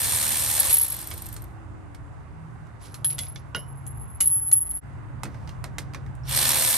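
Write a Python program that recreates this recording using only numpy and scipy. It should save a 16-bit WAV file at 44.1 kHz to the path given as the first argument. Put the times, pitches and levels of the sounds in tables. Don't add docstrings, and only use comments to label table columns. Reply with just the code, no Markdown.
import sys
import numpy as np
from scipy import signal
from scipy.fft import rfft, irfft, next_fast_len
from scipy.io import wavfile
from scipy.ndimage import uniform_filter1d

SR = 44100
rng = np.random.default_rng(int(sys.argv[2]) if len(sys.argv) > 2 else 0)


def field_ratio(decibels):
    return 10 ** (np.asarray(decibels, dtype=float) / 20)


def inscribe(sig):
    pcm = np.round(np.clip(np.atleast_2d(sig).T, -1, 1) * 32767)
    wavfile.write(sys.argv[1], SR, pcm.astype(np.int16))


N = 298557

# [f/Hz, level per Hz/dB]
GEAR_SPECTRUM = [(150, -41), (250, -9), (483, -15), (527, -5), (575, -10), (934, -9.5), (1370, -13),
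                 (3550, -10), (6740, -12), (9050, -1), (10200, 6.5), (11500, -1), (12800, -1.5),
                 (13700, -22.5), (15800, -19)]
# [f/Hz, width/Hz, level/dB]
HOUSING_MODES = [(947, 70, -8), (1780, 67, -6), (2298, 38, -13), (3490, 56, -6), (4025, 37, -4.5),
                 (4220, 68, -4.5), (5560, 180, -2), (9240, 420, -1)]
# [multiple of the stroke rate, level against the gear noise/dB]
MOTOR_HUM = [(1, -18.5), (1.52, -15), (2.04, -22.5), (2.97, -20), (7.05, -19.5)]
# [f/Hz, left minus right/dB]
TOOL_LEAN = [(60, 4), (180, 7), (550, -9.5), (1650, -4.5), (4970, -6), (15000, 2.5)]
# [f/Hz, likeness 0-1]
TOOL_LIKENESS = [(200, .5), (1000, .6), (4000, 0.51), (10000, 0.6)]

# [f/Hz, level per Hz/dB]
STREET_SPECTRUM = [(15, -43), (25, -15), (97, 0.5), (160, -10.5), (244, -21.5), (325, -14), (380, -26.5),
                   (563, -23.5), (925, -19.5), (1980, -32), (3330, -50.5), (5780, -52), (9500, -45.5),
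                   (12000, -64), (13000, -78.5)]
# [f/Hz, left minus right/dB]
STREET_LEAN = [(60, -2), (240, -0.5), (950, -4), (3770, -8.5), (15000, 2.5)]
# [f/Hz, likeness 0-1]
STREET_LIKENESS = [(40, 0.44), (200, 0.18), (1000, 0.16), (6000, .2)]
# [t/s, rumble level/dB]
TRAFFIC = [(0, -40), (.8, -46), (1.3, -41), (1.8, -43.5), (3.05, -44), (3.5, -43.5), (4.2, -43),
           (4.7, -50.5), (4.85, -41.5), (5.37, -38), (6.3, -39.5), (6.77, -48.5)]
# [f/Hz, width/Hz, level/dB]
ROOM_HUMS = [(58, 5.1, -51), (78.4, 6.7, -54), (107.6, 11, -48.5), (117.94, 5.04, -51.5),
             (221.3, 7.8, -63.5), (288.6, 6, -60)]
# [start t/s, length/s, f/Hz, sag/Hz per s, level/dB]
ENGINE_NOTES = [(.98, .9, 333.7, 11, -56), (2.27, 0.42, 159.3, 2, -47), (2.98, 1.11, 139.9, 4, -44.5),
                (4.18, 0.454, 134, .5, -51.5), (4.85, 1.82, 135.8, 1.7, -42.5)]

STROKE_RING_DB = [-19.5, -21, -11.5, -11, -21.5, -17.5, -14, -21, -15, -15, -22, -33, -28.5, -24, -23.5,
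                  -30.5]
# [t/s, tick level/dB, socket level/dB]
JOLTS = [(.598, -44, -11.5), (.6499, -46, -22), (1.258, -55, -90), (1.2645, -52, -90), (1.2864, -55, -90),
         (1.3269, -53.5, -90), (1.3404, -58, -90), (1.42, -60, -90), (1.4396, -63, -90), (6.291, -46, -90),
         (6.366, -36, -90)]

# [t/s, level/dB, brightness/dB, main ring f/Hz]
LIGHT_TICKS = [(2.6693, -63, 4, 2130), (2.9429, -40.5, 9, 4220), (3.0452, -32, 6.5, 3310),
               (3.1015, -47, 6, 4420), (3.1244, -49, -1, 4500), (3.1824, -37, 7.5, 3470),
               (3.1894, -32.5, 11, 3490), (3.2344, -48, -2, 3470), (3.2674, -53, -1, 3470),
               (3.3597, -39.5, -3, 3460), (3.866, -55.5, 21.5, 2320), (4.2039, -36, 16.5, 2930),
               (4.2083, -31, 16.5, 2930), (4.4844, -59, -6, 4150), (4.5162, -38.5, 14.5, 4200),
               (4.539, -54.5, 4, 2250), (4.6698, -59, 1.5, 2030), (4.7113, -55, 17, 4240),
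               (4.766, -62, 9, 2260), (4.776, -61, 15, 4300), (6.1518, -66, 18, 2060)]
# [t/s, level/dB, brightness/dB, weight/dB, main ring f/Hz]
BUMPS = [(1.113, -35, 6, 2, 2210), (1.3644, -43.5, 14, 0, 4320), (1.9473, -49, 6.5, -5, 2210),
         (3.5477, -33, -8, 8, 3200), (5.234, -35, 10, 4.5, 2560), (5.254, -49.5, -6, 13.5, 2570),
         (5.3444, -58, -2, 15, 2010), (5.475, -48, -1.5, 1, 2070), (5.4923, -47.5, 2.5, -3.5, 2810),
         (5.6412, -38, 7.5, 7.5, 2190), (5.7835, -33, 10, 1, 2070), (5.787, -44, 0, 0.5, 4300),
         (5.936, -47.5, 4, 5, 2400), (5.9465, -39, 0, 6, 2400), (6.0637, -57.5, -1, 14, 2100)]
# [t/s, rise/s, top level/dB, loss/dB per s]
SCRAPES = [(2.79, .06, -51, 170), (3.095, .011, -49.5, 360), (3.22, .01, -58.5, 190), (4.25, .01, -54, 121),
           (5.29, .05, -66, 49)]

# [t/s, level/dB, loss/dB per s, beats per s]
SOCKET_BLOWS = [(2.815, -59, 40, 2), (2.942, -47, 250, 4.5), (3.046, -26, 74, 4.06), (3.19, -38.5, 20, 3.4),
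                (3.36, -58, 150, 7.2), (3.55, -44, 60, 4.9), (3.685, -51.5, 60, 8.5), (3.76, -62.5, 10, 3),
                (3.866, -44.5, 27, 7.4), (4.205, -23, 62, 9.6)]
# [t/s, top level/dB]
PALM_TURNS = [(4.255, -26.5), (4.267, -21), (4.29, -24.5), (4.408, -30), (4.446, -31), (4.512, -26.5),
              (4.523, -19), (4.549, -22.5), (4.598, -29.5), (4.645, -39.5), (4.69, -33.5), (4.735, -36),
              (4.806, -90)]
# [t/s, peak level/dB]
SOCKET_KNOCKS = [(3.0455, -15.5), (3.1908, -31), (4.2078, -15.5), (4.2217, -15), (4.2364, -18),
                 (4.2464, -16), (4.2559, -10), (4.2744, -7.5), (4.5266, -7), (4.5265, -6), (4.7092, -21.5)]

# [f/Hz, level/dB, t60/s]
BOLT_MODES = [(2060, -6.5, 0.11), (3380, 0, 0.12), (4500, -8, 0.053)]
# [f/Hz, level/dB, t60/s]
BRACKET_MODES = [(1445, 5.5, 0.085), (2169, -16, 0.15), (2856, 1.5, 0.13), (2945, -8, 0.25),
                 (3080, -14.5, 0.25), (3359, -36, 0.25), (3830, -10, 0.1), (4081, -24, 0.14),
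                 (4215, -21, 0.057), (5071, -14, 0.17), (5470, -19, 0.26), (6476, -21, 0.15)]
# [f/Hz, level/dB, t60/s]
PANEL_MODES = [(205, -3, .35), (280, 0, .4), (335, -5, .3)]
# [t/s, f/Hz, level/dB, t60/s]
SWITCH_CHIRP = (6.235, 5483, -51, .09)

PAWL_HZ = 76.6
RELEASE_S, COAST_S = .7407, .385
SOCKET_HZ = 11162
PARTS_DB = np.array([[-2.5], [1.5]])


def rms_one(x):
    return x / np.sqrt(np.mean(x ** 2) + 1e-20)


def in_time(rows):
    return np.interp(np.arange(N) / SR, *np.transpose(rows))


def at_hz(points, hz):
    return np.interp(np.log(hz), np.log(np.array(points)[:, 0]), np.array(points)[:, 1])


def drift(rate):
    r = np.exp(-80 * np.pi * rate / SR)
    slow = signal.lfilter([1], [1, -2 * r, r * r], rng.standard_normal(N // 40 + 2002))[2000:]
    return np.interp(np.arange(N) / 40, np.arange(len(slow)), rms_one(slow))


def impulses(times, sizes):
    out = np.full(N + 1, 1e-18)
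    np.add.at(out, np.clip(np.round(np.asarray(times) * SR).astype(int), 0, N), sizes)
    return out[:N]


def ring(clicks, hz, t60):
    r, w = field_ratio(-60 / (t60 * SR)), 2 * np.pi * hz / SR
    return signal.lfilter([0, np.sin(w)], [1, -2 * r * np.cos(w), r * r], clicks)


def fade(clicks, t60):
    return signal.lfilter([1], [1, -field_ratio(-60 / (t60 * SR))], clicks)


def resonance(x, hz, width_hz):
    r = np.exp(-np.pi * width_hz / SR)
    feedback = [1, -2 * r * np.cos(2 * np.pi * hz / SR), r * r]
    return signal.lfilter(np.array([1, 0, -1]) * (1 - r * r) / 2, feedback, x)


def bandpass(x, low, high):
    return signal.sosfilt(signal.butter(2, [low, high], "band", fs=SR, output="sos"), x)


def bands(low, lean, like, gain, live):
    out = np.zeros((2, N))
    white = rng.standard_normal((2, 2, live.sum()))
    total = 0
    edges = low * 2 ** np.arange(0, np.log2(18000 / low), .4)
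    for k, (a, b) in enumerate(zip(edges, edges[1:])):
        mid, side = bandpass(white[k % 2], a, b)
        hz = np.sqrt(a * b)
        alike = np.clip(at_hz(like, hz), 0, .99)
        half_db = at_hz(lean, hz) / 2
        pair = np.sqrt(1 + alike) * mid + np.sqrt(1 - alike) * side * np.array([[1], [-1]])
        total = total + gain(hz)[live] * field_ratio(np.array([[half_db], [-half_db]])) * pair
    out[:, live] = total
    return out


def motor():
    t = np.arange(N) / SR

    def after(s):
        return np.maximum(t - s, 0)

    restart_s = 6.24
    speed_db = -20 / np.log(10) * after(RELEASE_S) / COAST_S
    unload_db = 4.5 * (1 - np.exp(-after(RELEASE_S) / 0.044))
    halt_db = 78 * after(1.34)
    first_db = -32.5 - unload_db + 1.29 * speed_db - halt_db
    spin_up_db = -40 * np.exp(-after(restart_s) / 0.039)
    sag_db = 14.5 * after(6.56)
    second = t > restart_s
    level_db = np.where(second, -26.5 + spin_up_db - sag_db, np.where(t < 1.65, first_db, -120))
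    rattle_db = np.where(second, -3 + 0.58 * spin_up_db + sag_db, 0.28 * speed_db)
    return level_db, rattle_db


def ratchet():
    level_db, rattle_db = motor()
    t = np.arange(N) / SR
    running = (t < .72) | (t > 6.28)
    strokes = (np.arange(int(N / SR * 80)) + .3) / PAWL_HZ
    chance = rng.standard_normal((len(strokes), 2))
    pawl = fade(impulses(strokes + .0006 * chance[:, 0], field_ratio(chance[:, 1])) * running, .03)
    planets = 1 + 0.091 * np.cos(6 * np.pi * PAWL_HZ * t)
    flutter = field_ratio(1.2 * drift(120) + 1.2 * drift(50) * ~running)
    throb = planets * flutter * (1 + pawl)
    rattle = field_ratio(rattle_db)

    def gain(hz):
        level = field_ratio(at_hz(GEAR_SPECTRUM, hz)) * (rattle if hz > 7000 else 1)
        return level * (1 + .13 * drift(15)) * (throb if hz > 1500 else flutter)

    hiss = bands(230, TOOL_LEAN, TOOL_LIKENESS, gain, level_db > -110)
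    tooth_sizes = field_ratio(3.0 * np.minimum(rng.exponential(1, N), 3)) * rng.choice([-1, 1], N)
    teeth = (rng.random(N) < 2500 / SR) * tooth_sizes * throb
    body = 0
    for k, (hz, width, db) in enumerate(HOUSING_MODES):
        body = body + (-1) ** k * field_ratio(db) * resonance(teeth, hz, 3.0 * width) / np.sqrt(width)
    hiss = hiss + sum(.3 * resonance(hiss, hz, 2.5 * width) for hz, width, db in HOUSING_MODES[:-1])
    middle = bandpass(hiss[:, :SR // 2], 1500, 7000)
    hiss = hiss / np.sqrt(np.mean(middle ** 2))
    hum = 0
    for multiple, db in MOTOR_HUM:
        phase = 2 * np.pi * multiple * (PAWL_HZ - 1.5) * t + np.array([[.9], [-.9]])
        hum = hum + field_ratio(db + 3.0 * drift(8)) * np.sin(phase)
    return field_ratio(level_db + 2.5) * (hiss + field_ratio(-8.5) * rms_one(body) + running * hum)


def street():
    rumble_db = in_time(TRAFFIC)
    rumble_db = rumble_db - np.median(rumble_db)
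    rumble, hiss = field_ratio(rumble_db), field_ratio(0.36 * rumble_db)

    def gain(hz):
        passing = rumble if hz < 300 else hiss if hz < 3000 else 1
        return field_ratio(at_hz(STREET_SPECTRUM, hz)) * passing * (1 + .13 * drift(3))

    out = field_ratio(-19.5) * bands(25.0, STREET_LEAN, STREET_LIKENESS, gain, np.ones(N, bool))
    for hz, width_hz, db in ROOM_HUMS:
        white = rng.standard_normal((2, N))
        hum = rms_one(resonance(resonance(white, hz, width_hz), hz, width_hz))
        out += field_ratio(db + 2.5 * drift(1.5)) * hum
    wobble = field_ratio(2.9 * drift(4.0))
    for start, length, hz, sag_hz, db in ENGINE_NOTES:
        at = slice(int((start - .1) * SR), int((start + length + .1) * SR))
        age = np.arange(N)[at] / SR - start
        phase = 2 * np.pi * (hz * age - sag_hz * age ** 2 / 2)
        swell = field_ratio(db + 3) * wobble[at] * (age > 0) * (age < length)
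        out[:, at] += uniform_filter1d(swell, size=4000) * np.sin(phase + np.array([[.5], [-.5]]))
    return out


def strokes_heard():
    n = np.arange(-3, 22)
    after = -COAST_S * np.log(np.maximum(1 - np.maximum(n, 0) / (PAWL_HZ * COAST_S), 1e-3))
    s = RELEASE_S + np.minimum(n, 0) / PAWL_HZ + after
    loaded_db = 13.5 * np.exp(-after / .08 + .4 * np.minimum(n + 1, 0))
    tick_db = -50 + loaded_db - 3.0 * after + 2.0 * rng.standard_normal(len(n))
    socket_db = np.r_[STROKE_RING_DB, np.full(len(n) - len(STROKE_RING_DB), -90)]
    return np.c_[[s, tick_db, socket_db], np.transpose(JOLTS)]


def coasting():
    s, tick_db, socket_db = strokes_heard()
    white = rng.standard_normal((2, N))
    high = 0.87 * resonance(resonance(white[0], 10000, 2700), 8800, 3000)
    high = high + 1.8 * resonance(resonance(white[1], 12500, 2600), 12500, 2600)
    mid = bandpass(white[1], 2500, 7000)
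    ticks = high * fade(fade(impulses(s, field_ratio(tick_db)), 0.0044), 0.027)
    knock_db = tick_db + 8 + 3.0 * rng.standard_normal(len(s))
    knocks = mid * fade(impulses(s, field_ratio(knock_db)), .06)
    strike = impulses(s, field_ratio(socket_db - 23.5))
    swell = 0
    for off_hz, t60 in ((-61.5, 0.028), (76.0, 0.048)):
        hz = SOCKET_HZ + off_hz
        swell = swell + ring(ring(strike, hz, 0.0098), hz, t60)
    return ticks + knocks + swell


def clicks():
    light = [(*row[:3], -9, row[3]) for row in LIGHT_TICKS]
    s, mid_db, bright_db, weight_db, ring_hz = np.transpose(light + BUMPS)
    high_db, low_db = mid_db + bright_db, mid_db + weight_db
    thump_db = low_db - 9
    shapes, parts = np.zeros((4, N)), np.zeros(N)
    t = np.arange(SR // 3) / SR
    short = t[:SR // 8]
    chance = rng.random((len(s), 3, 6))
    shape = field_ratio(-60 * t / 0.012) + 0.4 * field_ratio(-60 * t / .11) + 0.027 * field_ratio(-60 * t / .5)
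    shape = shape * np.ones((4, 1))
    shape[0] = (1 - field_ratio(-60 * t / 0.023)) * field_ratio(-60 * t / .25)
    shape[3] *= field_ratio(-60 * t / .6)
    for row, at in enumerate((s * SR).astype(int)):
        levels_db = [thump_db[row] - 1.5, low_db[row] - 0.5, mid_db[row], high_db[row] - 6.5]
        shapes[:, at:at + len(t)] += field_ratio(np.array(levels_db))[:, None] * shape[:, :N - at]
        hz, decay = 1200 * 4.0 ** chance[row, 0], .03 + .045 * chance[row, 1]
        size = field_ratio(mid_db[row] - 5.5 - 10 * chance[row, 2])
        hz[0], decay[0], size[0] = ring_hz[row], .075, field_ratio(mid_db[row] - 3)
        modes = np.sin(2 * np.pi * hz[:, None] * short) * field_ratio(-60 * short / decay[:, None])
        parts[at:at + len(short)] += size @ modes
    shapes[2:] += scraping() * [[.8], [.6]]
    width_db = 10 * np.log10(SR / 2 / np.array([520, 1500, 3300, 4500]))

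    def gain(hz):
        band = np.digitize(hz, [700, 2200, 5500])
        top_db = 3.0 * (hz > 7500) - 22.0 * max(np.log2(hz / 10000), 0)
        bass_db = -2.4 * np.log2(hz / 450) * (hz < 700)
        return shapes[band] * field_ratio(width_db[band] - 5 + top_db + bass_db)

    cracks = bands(130, TOOL_LEAN, [(300, 0.76), (10000, 0.8)], gain, shapes[2] > 0)
    return cracks + parts * field_ratio(PARTS_DB)


def scraping():
    now = np.arange(N) / SR
    strength = 0
    for at, rise, db, loss_db in SCRAPES:
        level = field_ratio(db - loss_db * np.maximum(now - at - rise, 0))
        strength = strength + np.clip((now - at) / rise, 0, 1) * level * (now < at + .3)
    return uniform_filter1d(strength, size=300) * field_ratio(2.5 * drift(60))


def singing():
    age, out = np.arange(SR // 2) / SR, np.full(N, 1e-6)
    for s, db, loss_db, beats in SOCKET_BLOWS:
        beating = .06 + np.abs(np.cos(np.pi * beats * age))
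        out[int(s * SR):][:len(age)] = field_ratio(db - loss_db * age) * beating
    for (s, db), (end, _) in zip(PALM_TURNS, PALM_TURNS[1:]):
        share = np.minimum(age / (end - s), .9999)
        arch = .07 + np.sin(np.pi * share ** .8) ** .8
        out[int(s * SR):][:len(age)] = field_ratio(db) * arch * (age < end - s)
    return 20 * np.log10(out + 1e-6)


def socket():
    level_db = singing()
    envelope = uniform_filter1d(field_ratio(level_db + 9), size=60)
    note = np.sin(2 * np.pi * np.cumsum(SOCKET_HZ + 12 * drift(15)) / SR)
    white = rng.standard_normal(N)
    near = rms_one(resonance(resonance(white, SOCKET_HZ, 90), SOCKET_HZ, 90))
    wide = resonance(resonance(white, SOCKET_HZ, 900), SOCKET_HZ, 900)
    wide = rms_one(resonance(wide, SOCKET_HZ, 900))
    rough = np.clip((-30 - level_db) / 18, .02, .9)
    s, peak_db = np.transpose(SOCKET_KNOCKS)
    splash = fade(fade(impulses(s, field_ratio(peak_db - 47)), .02), .03)
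    song = envelope * (np.sqrt(1 - rough) * note + 0.77 * np.sqrt(rough) * near)
    return song + splash * (.7 * note + .4 * wide)


def struck_parts():
    chirp_s, chirp_hz, chirp_db, chirp_t60 = SWITCH_CHIRP
    # modes, time in s, blow in dB
    blows = [(BOLT_MODES, 3.19, -34.5), (BRACKET_MODES, 3.548, -29), (PANEL_MODES, 5.25, -42),
             ([(chirp_hz, 0, chirp_t60)], chirp_s, chirp_db)]
    rings = 0
    for modes, when, blow_db in blows:
        for hz, db, t60 in modes:
            rings = rings + ring(impulses([when], [field_ratio(blow_db + db)]), hz, t60)
    return rings * field_ratio(PARTS_DB)


def scene():
    mix = ratchet() + street() + coasting() + clicks() + socket() + struck_parts()
    t = np.arange(N) / SR
    dip = np.clip(np.abs(t - 4.806) / 0.031, .03, 1)
    return mix * np.clip(np.arange(N) / 60, 0, 1) * dip


def low_pass(x):
    return signal.sosfilt(signal.butter(12, 15920, fs=SR, output="sos"), x)


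def record(dry):
    x = np.stack([np.roll(dry[0], 1), dry[1]])
    for depth in (.95, .8):
        x = x - depth * resonance(x, 10330, 600)
    x = signal.sosfilt(signal.butter(3, 38, "high", fs=SR, output="sos"), x)
    size = next_fast_len(N + 4096, True)
    spectrum, hz = rfft(x, size), np.arange(size // 2 + 1) * SR / size

    def above(edge_hz):
        return np.clip((hz - edge_hz) / 240 + .5, 0, 1)

    def band(low, high):
        return irfft(spectrum * (above(low) - above(high)), size)[:, :N]

    def power(part):
        return uniform_filter1d(np.sum(part ** 2, axis=0), size=700)

    spectrum -= above(11800) * .25 * (spectrum[0] - spectrum[1]) * np.array([[1], [-1]])
    note = band(10800, 11600)
    out = band(-500, 8500) + note
    for low, high in ((8500, 9700), (9700, 10800), (11600, 12200), (12200, 13300)):
        part = band(low, high)
        kept = power(part) > field_ratio(-64) * power(note) + field_ratio(-166)
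        out += uniform_filter1d(kept * 1., size=300) * part
    for low, high, rarity in ((13300, 14500, .9), (14500, 15750, .3)):
        part = band(low, high)
        patches = np.repeat(rng.standard_normal(N // 1024 + 1) > rarity, 1024)[:N]
        kept = patches & (power(part) > field_ratio(-50) * power(note) + field_ratio(-150))
        out += field_ratio(-4.5) * uniform_filter1d(kept * 1., size=300) * part
    return low_pass(out)


dry = scene()
out = record(dry)
inscribe(out)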